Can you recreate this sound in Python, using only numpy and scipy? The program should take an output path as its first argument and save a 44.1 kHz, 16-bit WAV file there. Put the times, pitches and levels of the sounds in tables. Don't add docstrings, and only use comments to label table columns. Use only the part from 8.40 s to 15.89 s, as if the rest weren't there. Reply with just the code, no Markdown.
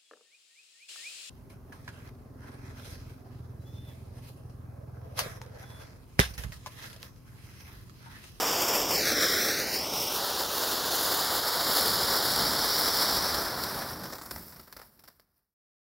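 import sys
import numpy as np
from scipy import signal
from scipy.fft import rfft, irfft
from scipy.io import wavfile
from scipy.ndimage import uniform_filter1d, map_coordinates

SR = 44100
rng = np.random.default_rng(int(sys.argv[2]) if len(sys.argv) > 2 else 0)


def to_wav(s):
    ch = np.atleast_2d(s).T
    pcm = np.round(np.clip(ch, -1, 1) * 32767)
    wavfile.write(sys.argv[1], SR, pcm.astype(np.int16))


def invert_db(level):
    return 10 ** (np.asarray(level, dtype=float) / 20)


N = 330288

# time in seconds, level in dB, brightness in dB.
BURN = [(0, -29, 2.5), (.28, -29.5, 1.5), (.47, -31, 0), (.62, -28.5, 0.5), (.85, -29, .5),
        (1.17, -31.5, 0.5), (1.5, -35, 1), (2.06, -35, 2), (2.54, -33, 4), (3.1, -35, 3), (3.45, -32.5, 3),
        (4.65, -33, 3.5), (4.98, -34.5, 0), (5.12, -37, -1.5), (5.4, -38, -3), (5.64, -44.5, -5.5),
        (5.81, -54, -2), (7.1, -59.5, -1)]
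# centre in seconds, height in dB, length in seconds.
SURGES = [(.03, -4.5, 0.32), (.27, -0.5, 0.027), (.32, -2, .04), (.47, -3, 0.076), (.56, 2, 0.062),
          (.75, -4, 0.063), (1.25, -3.5, 0.083), (1.48, -2, 0.16), (1.62, 3.5, 0.089), (1.7, 0, 0.032),
          (2.24, 1.5, 0.044), (2.45, -2.5, 0.18), (3.06, -1, .06), (3.37, 2, 0.13), (3.48, 2, 0.046),
          (4.15, -2, 0.17), (4.58, 1, 0.18), (5.16, -3, 0.099), (5.24, 5.5, 0.015), (5.845, -0.5, .03),
          (5.893, -5, .03), (5.96, 3.5, .12), (6.46, 3.5, .12), (6.72, 1, 0.074), (6.97, 6, 0.024),
          (1.76, 3, .06), (6.1, 3, 0.11), (6.88, -3.5, .1)]
SURGE_SHARE = (0.29, 0.82, 1.3)
# start in seconds, level in dB, length in ms, bass in dB.
PUFFS = [(3.3794, -12, 7.9, -4), (3.9591, -14.5, 9.0, -10), (4.1856, -17, 8.2, -12),
         (4.6257, -15.5, 12, -1.5), (4.9445, -14.5, 12, -1), (5.236, -23, 9.8, -13), (5.4193, -26, 8.6, 7),
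         (5.6354, -22.5, 9.0, 0.5), (5.6538, -26.5, 5.9, 3.5), (5.7, -34.5, 9.0, 2.5),
         (5.7235, -26.5, 15, 5.5), (5.752, -29.5, 15, 3), (5.7824, -29, 7.2, 2), (5.8125, -26.5, 14, 2.5),
         (5.8587, -28, 8.3, 1), (5.9093, -22, 8.4, 0), (5.9591, -24, 6.5, 1), (6.123, -27.5, 4.9, -1.5),
         (6.1594, -30, 9.8, -3), (6.1933, -25, 7, -1.5), (6.231, -32.5, 11, -7.5), (6.2736, -32.5, 9.0, 5),
         (6.325, -21, 9.3, -3), (6.364, -20.5, 12, 0.5), (6.3937, -21, 7.2, 2), (6.4142, -22.5, 9.2, 1.5),
         (6.5914, -25.5, 11, -4.5), (6.637, -20.5, 15, -4), (6.6751, -16, 11.5, -2), (6.7957, -25, 8.4, -2)]
# start in seconds, peak in dB, pressure jump in ms.
STARS = [(1.0112, -15.9, .025), (1.0747, -14.3, .027), (1.2019, -17.2, .025), (1.7721, -17.8, .025),
         (2.2375, -15.6, .096), (2.7016, -16.3, .025), (2.8485, -16.3, .038), (3.516, -13.2, .033),
         (3.5947, -17.8, .025), (3.6321, -12.6, .025), (3.7868, -13.2, .025), (3.8105, -13.3, .066),
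         (3.9599, -10.4, .025), (4.1866, -11.8, .025), (4.4111, -13.3, .068), (4.9446, -12, .025),
         (5.1074, -18.1, .035), (5.238, -12.1, .025), (5.3451, -23.6, .077), (5.4199, -18.7, .046),
         (5.5332, -25, .045), (5.7842, -26, .069), (5.9106, -15, .025), (5.9159, -20, .025),
         (6.0805, -31, .025), (6.3262, -16, .025), (6.3992, -19.5, .138), (6.5964, -19.5, .025),
         (6.6806, -18, .061), (6.7978, -17.5, .079)]
# time in seconds, delay in ms, strength from 0 to 1, phase turn in radians.
LAWN = [(0, .42, .36, 1.75), (.3, .435, .5, 1.55), (.5, .385, .62, .95), (.56, .4, .7, .25),
        (.63, .445, .78, -.2), (.72, .515, .82, 0), (.87, .558, .82, 0), (1.0, .528, .8, .1),
        (1.2, .466, .74, -.1), (1.3, .445, .66, .1), (1.4, .425, .62, .65), (1.5, .355, .66, .55),
        (1.68, .36, .64, .65), (1.8, .33, .48, 1.75), (2.3, .325, .55, 1.6), (2.9, .32, .66, 2.05),
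        (4.6, .288, .68, 2.0), (6.6, .275, .35, 1.9)]
# time in seconds, delay in ms, strength from 0 to 1, phase turn in radians.
HAND = [(0, 0.16, 0.4, 1.04), (.48, 0.16, 0.78, 1.1), (.57, 0.13, .45, -0.6), (.66, .24, .28, 1.6),
        (.87, .28, .36, 1.6), (1.1, .25, .38, 1.6), (1.3, .222, .4, 1.6), (1.48, .225, .35, .1),
        (1.8, 0.2, 0.26, -0.8), (2.45, 0.16, 0.09, -2.5), (4.3, 0.16, 0.34, -2), (5.6, 0.14, .3, -3),
        (6, 0.062, 0.2, 0.04), (6.5, 0.078, 0.4, 0.3)]
# centre in seconds, height over the calm in dB, length in seconds.
GUSTS = [(.43, 15, .1), (.75, 2, 0.05), (1.42, 11, .06), (1.74, 3, 0.056), (2.32, 1, 0.098), (2.85, 2, .1),
         (2.99, 7, .04), (3.42, 8, .1), (3.71, 3, 0.14), (4.04, 12.5, .08), (4.24, 5, 0.069),
         (4.49, 7, .12), (4.95, 12, 0.35), (5.36, 11.5, 0.086), (5.53, 4, .05), (5.75, 2.5, .06),
         (5.96, 9.5, .08), (6.4, 12.5, 0.13), (6.75, 6, .3), (7.05, 6.5, .15)]
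# centre in seconds, low edge in Hz, high edge in Hz, level in dB.
SPREAD = [
    (.085, 4100, 5300, -44),
    (.665, 13700, 15500, -42),
    (2.5, 5700, 6900, -50),
    (2.525, 6900, 8300, -49),
    (2.525, 9600, 11000, -49),
    (2.525, 12300, 13800, -49),
    (2.66, 4100, 5300, -43),
    (2.66, 8200, 9700, -49),
]
# frequency in Hz, gain in dB.
PHONE = [(100, 1.5), (300, 3.5), (650, 2), (1500, 1.5), (2700, -4), (4200, -0.5), (5450, 6), (6400, -3),
         (7500, -2), (8350, -8.5), (9300, -1.5), (11000, -1.5), (13700, 2.5), (15500, 0.5)]

SPENT_FROM_S, SPENT_TO_S, SPENT_RUMBLE_DB, SPENT_SIZZLE_DB = 4.74, 5.93, 14.5, 10
RUMBLE_DB, RUMBLE_GROWTH_DB_PER_S, GUST_TO_RUMBLE, SIZZLE_DB = -24.5, 2.13, 0.21, -6.5
EMBERS_PER_S, EMBER_SHARE = 290, .45
PUFF_ATTACK_S = .0012
STARS_PER_PUFF, STAR_DB, STAR_SCATTER_DB, STAR_JUMP_MS = 3, -4, 4, .045
LAWN_DULL_HZ, TREMBLE_MS = 7200, .007
WIND_DB, WIND_FLICKER_DB = -64.5, -0.5
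FADE_FROM_S, FADE_DB_PER_S = 5.955, -25
CLOSE_FROM_S, CLOSE_DB_PER_S = 6.99, -92
TOP_HZ, END_S = 15780, 7.14


def jet():
    level_db, bright_db = curves(BURN)
    t, surge = np.arange(N) / SR, bumps(SURGES)
    spent = np.clip((t - SPENT_FROM_S) / (SPENT_TO_S - SPENT_FROM_S), 0, 1)
    roar_share, hiss_share, sizzle_share = SURGE_SHARE

    roar_db = level_db + roar_share * surge
    hiss_db = level_db + bright_db + hiss_share * surge
    sizzle_db = level_db + SIZZLE_DB + 1.5 * bright_db + sizzle_share * surge + SPENT_SIZZLE_DB * spent
    rumble_db = level_db + RUMBLE_DB + RUMBLE_GROWTH_DB_PER_S * np.minimum(t, SPENT_FROM_S)
    rumble_db = rumble_db + SPENT_RUMBLE_DB * spent ** 2 + GUST_TO_RUMBLE * bumps(GUSTS) + 2.4 * walk(12)
    flutter = .5 * walk(16) + 1.3 * walk(45) + 1.4 * walk(250)

    gas = rng.standard_normal((4, N))
    embers = unit(grains(EMBERS_PER_S, spread_db=2.0))
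    sparks = unit(grains(2500, spread_db=5.5)) + EMBER_SHARE / .35 * spent * embers

    rumble_gain = invert_db(rumble_db - 0.5 + .3 * flutter)
    roar_gain = invert_db(roar_db - 3.5 + 0.56 * flutter + 0.45 * walk(25))
    hiss_gain = invert_db(hiss_db - 1.5 + 0.45 * flutter + 0.25 * walk(24.74))
    sizzle_gain = invert_db(sizzle_db + 3.5 + 0.74 * flutter + .8 * walk(25))

    rumble = rumble_gain * unit(band(gas[0], 49, 230))
    roar = roar_gain * unit(band(gas[1] + .35 * sparks, 320, 1970))
    hiss = hiss_gain * unit(band(gas[2] + 0.33 * sparks, 2000, 7180))
    sizzle = sizzle_gain * unit(band(gas[3] + 0.76 * sparks, 7000, 19000))
    return rumble + roar + hiss + sizzle


def snaps():
    size = 8192
    out, t = np.zeros(N + size), np.arange(size) / SR
    chance = rng.standard_normal((len(PUFFS), 3, size))
    for (s, db, ms, bass_db), (air, low, ragged) in zip(PUFFS, chance):
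        decay = np.exp(-(t * 1000 / max(ms, .5)) ** 2) + 0.48 * np.exp(-t / 0.04)
        attack = 1 - np.exp(-t / PUFF_ATTACK_S)
        ragged_gain = invert_db(3.8 * unit(uniform_filter1d(ragged, size=40)))
        puff = 0.58 * band(air, 2500, 18000) + invert_db(bass_db) * band(low, 120, 2410)
        i = int(s * SR)
        out[i:i + size] += invert_db(db - 13.5) * decay * attack * ragged_gain * puff
    return out[:N]


def thrown_stars():
    rows = []
    for (s, db, length_ms, _), stars in zip(PUFFS, rng.random((len(PUFFS), STARS_PER_PUFF, 3))):
        for when, size, jump in stars:
            peak_db = db + STAR_DB - 2 * STAR_SCATTER_DB * size
            rows.append((s + when * length_ms / 1000, peak_db, STAR_JUMP_MS * (.5 + jump)))
    return rows


def cracks():
    out, ms = np.zeros(N), np.arange(128) * 1000 / SR
    for s, peak_db, jump_ms in list(STARS) + thrown_stars():
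        phase = ms / jump_ms / 1.5
        i = int(s * SR)
        out[i:i + 128] += invert_db(peak_db - .5) * (1 - phase) * np.exp(-phase)
    return out


def late_paths(x):
    delay_ms, strength, turn = curves(LAWN)
    trembling_ms = delay_ms + TREMBLE_MS * walk(30)
    ground = echo(x, trembling_ms, strength, turn, 30, LAWN_DULL_HZ)
    hand = echo(x, *curves(HAND), 2000, 14000)
    return x + 1.15 * ground + hand


def echo(x, ms, strength, turn, lo_hz, dull_hz):
    hz = np.arange(N // 2 + 1) * SR / N + 1
    dull = rfft(x) / (1 + (hz / dull_hz) ** 3) / (1 + (lo_hz / hz) ** 2)
    read = [np.arange(N) - ms * SR / 1000]
    even = map_coordinates(irfft(dull, N), read, order=3)
    odd = map_coordinates(irfft(dull * 1j, N), read, order=3)
    return np.clip(strength, 0, .9) * (np.cos(turn) * even + np.sin(turn) * odd)


def wind():
    gain = invert_db(WIND_DB + bumps(GUSTS) + WIND_FLICKER_DB * walk(8))
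    air = rng.standard_normal(N)
    return gain * unit(band(band(air, 36, 110), 30, 98))


def spread():
    size = 2048
    side, window = np.zeros(N), np.hanning(size)
    for (s, lo_hz, hi_hz, db), air in zip(SPREAD, rng.standard_normal((len(SPREAD), size))):
        for _ in range(3):
            air = band(air, lo_hz, hi_hz)
        i = int(s * SR) - size // 2
        side[i:i + size] += invert_db(db + 3) * window * unit(air)
    return side * np.array([[1], [-1]])


def grains(per_s, spread_db):
    when, size, sign = rng.random((3, N))
    loudness = invert_db(-spread_db * np.log(1 - .97 * size))
    return (when < per_s / SR) * loudness * np.sign(sign - .5)


def walk(rate):
    k = int(SR / rate)
    held = np.repeat(rng.standard_normal(N // k + 1), k)
    return 1.28 * uniform_filter1d(uniform_filter1d(held, k), k)[:N]


def bumps(table):
    t = np.arange(N) / SR
    return sum(height * np.exp(-(2 * (t - s) / max(length, .01)) ** 2) for s, height, length in table)


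def curves(table):
    s, *columns = np.transpose(table)
    return [np.interp(np.arange(N) / SR, s, c) for c in columns]


def band(x, lo_hz, hi_hz):
    sos = signal.butter(N=2, Wn=[lo_hz, min(hi_hz, 20000)], btype="band", fs=SR, output="sos")
    return signal.sosfilt(sos, x)


def unit(x):
    return x / np.sqrt(np.mean(x ** 2))


def scene():
    t = np.arange(N) / SR
    fire = late_paths(invert_db(-0.5) * (jet() + snaps()) + cracks())
    fade_db = FADE_DB_PER_S * np.maximum(t - FADE_FROM_S, 0) + CLOSE_DB_PER_S * np.maximum(t - CLOSE_FROM_S, 0)
    return np.tile(invert_db(fade_db) * (fire + invert_db(1.5) * wind()), (2, 1))


def top_cut(x):
    return signal.sosfilt(signal.butter(12, 16840, fs=SR, output="sos"), x)


def record(dry):
    hz, db = np.transpose(PHONE)
    log_hz = np.log(np.arange(N // 2 + 1) * SR / N + 1)
    gain = invert_db(np.interp(log_hz, np.log(hz), db))
    coloured = irfft(rfft(dry) * gain, N)
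    top = signal.ellip(10, .3, 52, TOP_HZ, fs=SR, output="sos")
    x = signal.sosfilt(top, coloured) * (np.arange(N) < END_S * SR)
    x = np.round((x + spread()) * 2 ** 15) / 2 ** 15
    return top_cut(x)


dry = scene()
out = record(dry)
to_wav(out)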